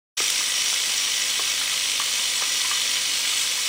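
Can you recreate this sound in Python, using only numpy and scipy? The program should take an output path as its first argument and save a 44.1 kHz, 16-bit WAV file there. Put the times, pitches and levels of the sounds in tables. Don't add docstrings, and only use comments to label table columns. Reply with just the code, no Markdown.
import sys
import numpy as np
from scipy import signal
from scipy.fft import rfft, irfft, next_fast_len
from scipy.io import wavfile

SR = 44100
rng = np.random.default_rng(int(sys.argv[2]) if len(sys.argv) > 2 else 0)


def log_audio(samples):
    frames = np.atleast_2d(samples).T
    limited = np.clip(frames, -1, 1)
    pcm = np.round(limited * 32767).astype(np.int16)
    wavfile.write(sys.argv[1], SR, pcm)


N = 162288
DRIVE_HZ = 50.08

# t/s, level/dB
RATTLE_LEVEL = [(0.2, -28), (0.6, -29.5), (0.68, -28.5), (1.22, -30), (2.51, -29.5), (2.52, -28.5),
                (2.81, -30), (3.33, -29.5), (3.4, -27.5), (3.48, -29), (3.66, -29)]
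# f/Hz, level/dB per Hz
CONTACT_COLOUR = [(60, -27.5), (250, -14.5), (380, -20), (800, -12.5), (1100, -9), (1700, -6.5),
                  (2100, -2.5), (2750, -1.5), (3500, 4.5), (4050, -3.5), (4900, 3), (6200, 1.5),
                  (7000, -1.5), (7800, 1.5), (8400, -5), (9400, -2), (12800, -0.5), (15300, -1.5)]
# f/Hz, width/Hz, level/dB
BOWL_MODES = [(274.5, 25, -61.5), (512.6, 42, -55.5), (1000, 50, -53), (1197, 96, -49), (1600, 37, -50.5),
              (1963, 45, -43), (2223, 136, -40.5), (2580, 75, -40.5), (2945, 16, -42), (3008, 71, -40),
              (3356, 53, -40.5), (3750, 240, -39), (8700, 62, -46), (9250, 58, -45), (9300, 76, -60),
              (14260, 100, -41), (15080, 130, -36)]
# t/s, level/dB
TRACK_LEVEL = [(.2, -43), (1.4, -41), (2.5, -38.5), (2.8, -37.5), (3.35, -36.5), (3.6, -45)]
# f/Hz, width/Hz, level/dB
TRACK_RESONANCES = [(4217, 48, 0.5), (4470, 67, -2)]
# t/s, level/dB
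HEAP_LEVEL = [(0.2, -26), (0.29, -30), (0.36, -28.5), (0.51, -34), (0.53, -29.5), (1.64, -30), (1.69, -28),
              (2.52, -32), (2.86, -28), (2.92, -31), (2.97, -23), (2.99, -37), (3.01, -33), (3.39, -28),
              (3.63, -42), (3.66, -27.5)]
# f/Hz, level/dB per Hz
FLOOR_COLOUR = [(500, -28.5), (1700, -19), (2100, -7.5), (2750, -9), (3000, 0), (3180, -4.5), (3350, -4.5),
                (3750, -3.5), (4100, -18), (9000, -21.5)]
# t/s, level/dB
CHATTER_LEVEL = [(.2, -29), (.46, -31.5), (.49, -44), (.55, -28.5), (.7, -29.5), (.87, -35), (.99, -29),
                 (1.2, -30.5), (1.38, -35.5), (1.46, -30), (1.68, -37), (1.88, -32.5), (2.29, -32.5),
                 (2.33, -42), (2.39, -33), (2.95, -31.5), (3.4, -39), (3.66, -34)]
# f/Hz, width/Hz, level/dB
RAIL_MODES = [(5655, 60, -4), (5720, 240, -3), (5900, 45, -10.5)]
# t/s, knock level/dB, ring f/Hz, thud level/dB
TUMBLE_EVENTS = [(.203, -22, 1240, -35.5), (0.407, -26, 1190, -48), (.727, -25, 1300, -45),
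                 (0.894, -27.5, 1170, -50), (1.081, -32, 1120, -56), (1.394, -23.5, 1095, -38),
                 (1.613, -26, 1380, -50), (1.726, -28, 1290, -51), (1.998, -17, 1160, -49),
                 (2.19, -30, 1006, -58), (2.335, -32, 1600, -60), (2.41, -25.5, 1000, -50),
                 (2.421, -21, 1210, -38), (2.646, -22, 1040, -58), (2.712, -19, 1163, -49),
                 (3.25, -23.5, 1600, -58), (3.327, -28, 1240, -53), (3.576, -30, 1000, -61)]
# t/s, peak level/dB
CLICK_EVENTS = [(0.18, -12), (0.303, -1), (0.7204, -15), (0.8014, -8), (1.0204, -20), (1.1014, -22),
                (1.3024, -4.5), (2.0174, -19), (2.2794, -16)]
# t/s, length/s, level/dB
JINGLE_SPELLS = [(0.177, 0.34, -41.5), (.78, 0.12, -40), (1.22, .08, -39), (2.343, 0.055, -35),
                 (3.142, 0.196, -36), (3.363, 0.073, -34.5)]
# f/Hz, width/Hz, level/dB
JINGLE_RESONANCES = [(8011, 17, -2), (11890, 60, -9)]
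# f/Hz, level/dB per Hz
AIR_COLOUR = [(20, 0), (100, -2), (250, -0.5), (600, -0.5), (3000, -8), (15000, -27.5)]

RATTLE_DB, TICK_DB, HEAP_DB, CHATTER_DB = 3, -1, -1.5, -1.5
TUMBLE_DB, THUD_DB, CLICK_DB = 0.5, 10.5, -1
TICK_HZ, TICK_OCTAVES, TICK_T60_S = 5806, 0.552, 0.012
KNOCK_CRACK_DB, BOUNCE_DB = -2.5, -11
TUMBLE_T60_S, CRACK_T60_S, THUD_T60_S = 0.035, 0.05, 0.025
ROOM_DB, ROOM_T60_S, AIR_DB = -10, 0.39, -48.5
START_S, SHELF_HZ, SHELF_DB, TOP_HZ = 0.1688, 10050, -12, 15800


def amp(db):
    return 10 ** (np.asarray(db) / 20)


def unit(x):
    return x / np.sqrt(np.mean(x ** 2) + 1e-20)


def level(rows):
    return amp(np.interp(np.arange(N) / SR, *np.transpose(rows)))


def decay(t, t60):
    return np.exp(-np.log(1000) * t / t60)


def filtered(x, response):
    size = 2 * next_fast_len(N // 2 + SR // 4)
    return irfft(rfft(x, size) * response(np.fft.rfftfreq(size, 1 / SR)), size)[:N]


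def coloured(x, points):
    def response(hz):
        f, db = np.transpose(points)
        log_gain = np.log(amp(np.interp(np.log(hz + 1), np.log(f), db)))
        cepstrum = irfft(log_gain)
        half = len(cepstrum) // 2
        cepstrum[1:half] *= 2
        cepstrum[half + 1:] = 0
        return np.exp(rfft(cepstrum))
    return filtered(x, response)


def burst(t60):
    t = np.arange(SR // 3) / SR
    noise = rng.standard_normal(len(t)) * decay(t, t60)
    return noise / np.linalg.norm(noise)


def bell(u):
    return np.log((u + 1e-3) / (1.001 - u)) / 1.8


def landings(per_s, in_step, phase, scatter, uneven_db):
    count = int(per_s * N / SR)
    when, pick, late, size = rng.random((count, 4)).T
    free_cycles = (np.arange(count) + when) / count * N / SR * DRIVE_HZ
    locked_cycles = np.floor(free_cycles) + phase + scatter * bell(late)
    cycles = np.where(pick < in_step, locked_cycles, free_cycles)
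    return cycles / DRIVE_HZ, amp(uneven_db * bell(size))


def pulses(times, sizes):
    return np.bincount((times * SR).astype(int) % N, sizes, N)


def clatter(times, sizes, t60, count=24):
    out = np.zeros(N)
    for spot in range(count):
        blows = pulses(times[spot::count], sizes[spot::count])
        out += signal.oaconvolve(blows, burst(t60))[:N]
    return unit(out)


def ring(times, sizes, modes):
    out = np.zeros(N)
    for hz, width, db in modes:
        blows = pulses(times, sizes * np.sign(rng.standard_normal(len(times))))
        resonance = lambda f: 1j * f * width / (hz * hz - f * f + 1j * f * width)
        out += amp(db) * unit(filtered(blows, resonance))
    return out


def loose_nuts():
    times, sizes = landings(per_s=2200, in_step=0.06, phase=0.12, scatter=0.12, uneven_db=2.0)
    contacts = unit(coloured(clatter(times, sizes, t60=0.0034, count=48), CONTACT_COLOUR))
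    rattle = amp(RATTLE_DB) * level(RATTLE_LEVEL) * contacts
    bowl_ring = ring(times, sizes, BOWL_MODES)
    track_ring = level(TRACK_LEVEL) * ring(times, sizes, TRACK_RESONANCES)
    return rattle + bowl_ring + track_ring


def ticks():
    times, sizes = landings(per_s=1300, in_step=0.045, phase=0.11, scatter=0.12, uneven_db=0.0)
    octaves = TICK_OCTAVES * rng.standard_normal((len(times), 1))
    hz = np.clip(TICK_HZ * 2 ** octaves, 1900, SR / 2)
    t = np.arange(SR // 50) / SR
    envelope = decay(t, TICK_T60_S) * (1 - np.exp(-t / 0.0001))
    pings = sizes[:, None] * np.sin(2 * np.pi * hz * t) * envelope
    where = (times[:, None] * SR).astype(int) + np.arange(len(t))
    ticking = unit(np.bincount(where.ravel() % N, pings.ravel(), N))
    return amp(TICK_DB) * level(RATTLE_LEVEL) * ticking


def heap():
    times, sizes = landings(per_s=400, in_step=0.65, phase=0.04, scatter=0.06, uneven_db=1.05)
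    slaps = unit(coloured(clatter(times, sizes, t60=0.0059), FLOOR_COLOUR))
    return amp(HEAP_DB) * level(HEAP_LEVEL) * slaps


def rail():
    times, sizes = landings(per_s=330, in_step=0.35, phase=0.16, scatter=0.06, uneven_db=0.6)
    return amp(CHATTER_DB) * level(CHATTER_LEVEL) * ring(times, sizes, RAIL_MODES)


def thump(lo_hz, hi_hz, t60):
    band = signal.butter(2, [lo_hz, hi_hz], "bandpass", fs=SR, output="sos")
    x = signal.sosfilt(band, burst(t60))
    return x / abs(x).max()


def tumbles():
    out = np.zeros(N + SR)
    t = np.arange(SR // 3) / SR
    envelope = decay(t, TUMBLE_T60_S) * (1 - np.exp(-t / 0.0012))
    for s, db, hz, thud_db in TUMBLE_EVENTS:
        for delay, loss_db in [(0, 0), (1 / DRIVE_HZ, BOUNCE_DB)]:
            hollow = np.sin(2 * np.pi * hz * t) * envelope
            crack = amp(KNOCK_CRACK_DB) * thump(980, 2400, CRACK_T60_S)
            thud = amp(thud_db + THUD_DB) * thump(380, 900, THUD_T60_S)
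            blow = amp(db + TUMBLE_DB) * (hollow + crack) + thud
            out[round((s + delay) * SR):][:len(t)] += amp(loss_db) * blow
    return out[:N]


def clicks():
    out = np.zeros(N + SR)
    for s, db in CLICK_EVENTS:
        click = burst(0.0037)
        out[round(s * SR):][:len(click)] += amp(db + CLICK_DB) * click / abs(click).max()
    return coloured(out[:N], CONTACT_COLOUR)


def jingles():
    t = np.arange(N) / SR
    spells = np.zeros(N)
    for s, length, db in JINGLE_SPELLS:
        inside_s = np.minimum(t - s, s + length - t)
        spells += amp(db) * np.clip(inside_s / 0.017 + 0.5, 0, 1)
    times, sizes = landings(per_s=150, in_step=0.37, phase=0.1, scatter=0.1, uneven_db=1)
    return spells * ring(times, sizes, JINGLE_RESONANCES)


def room(x, count=12):
    turn = np.arange(N) // (SR // 50) % count
    out = np.zeros(N)
    for k in range(count):
        out += signal.oaconvolve(x * (turn == k), burst(ROOM_T60_S))[:N]
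    return out


def workshop_air():
    return amp(AIR_DB) * unit(coloured(rng.standard_normal(N), AIR_COLOUR))


def scene():
    feeder = loose_nuts() + ticks() + heap() + rail() + tumbles() + clicks() + jingles()
    return (feeder + amp(ROOM_DB) * room(feeder) + workshop_air())[None]


def record(dry):
    opened = np.clip((np.arange(N) / SR - START_S) / 0.0077, 0, 1)
    shelf = lambda hz: amp(SHELF_DB * np.clip((hz - SHELF_HZ) / 250 + 0.5, 0, 1))
    edge = lambda hz: 0.5 - 0.5 * np.tanh((hz - TOP_HZ) / 40)
    return filtered(dry[0] * opened, lambda hz: shelf(hz) * edge(hz))[None]


dry = scene()
out = record(dry)
log_audio(out)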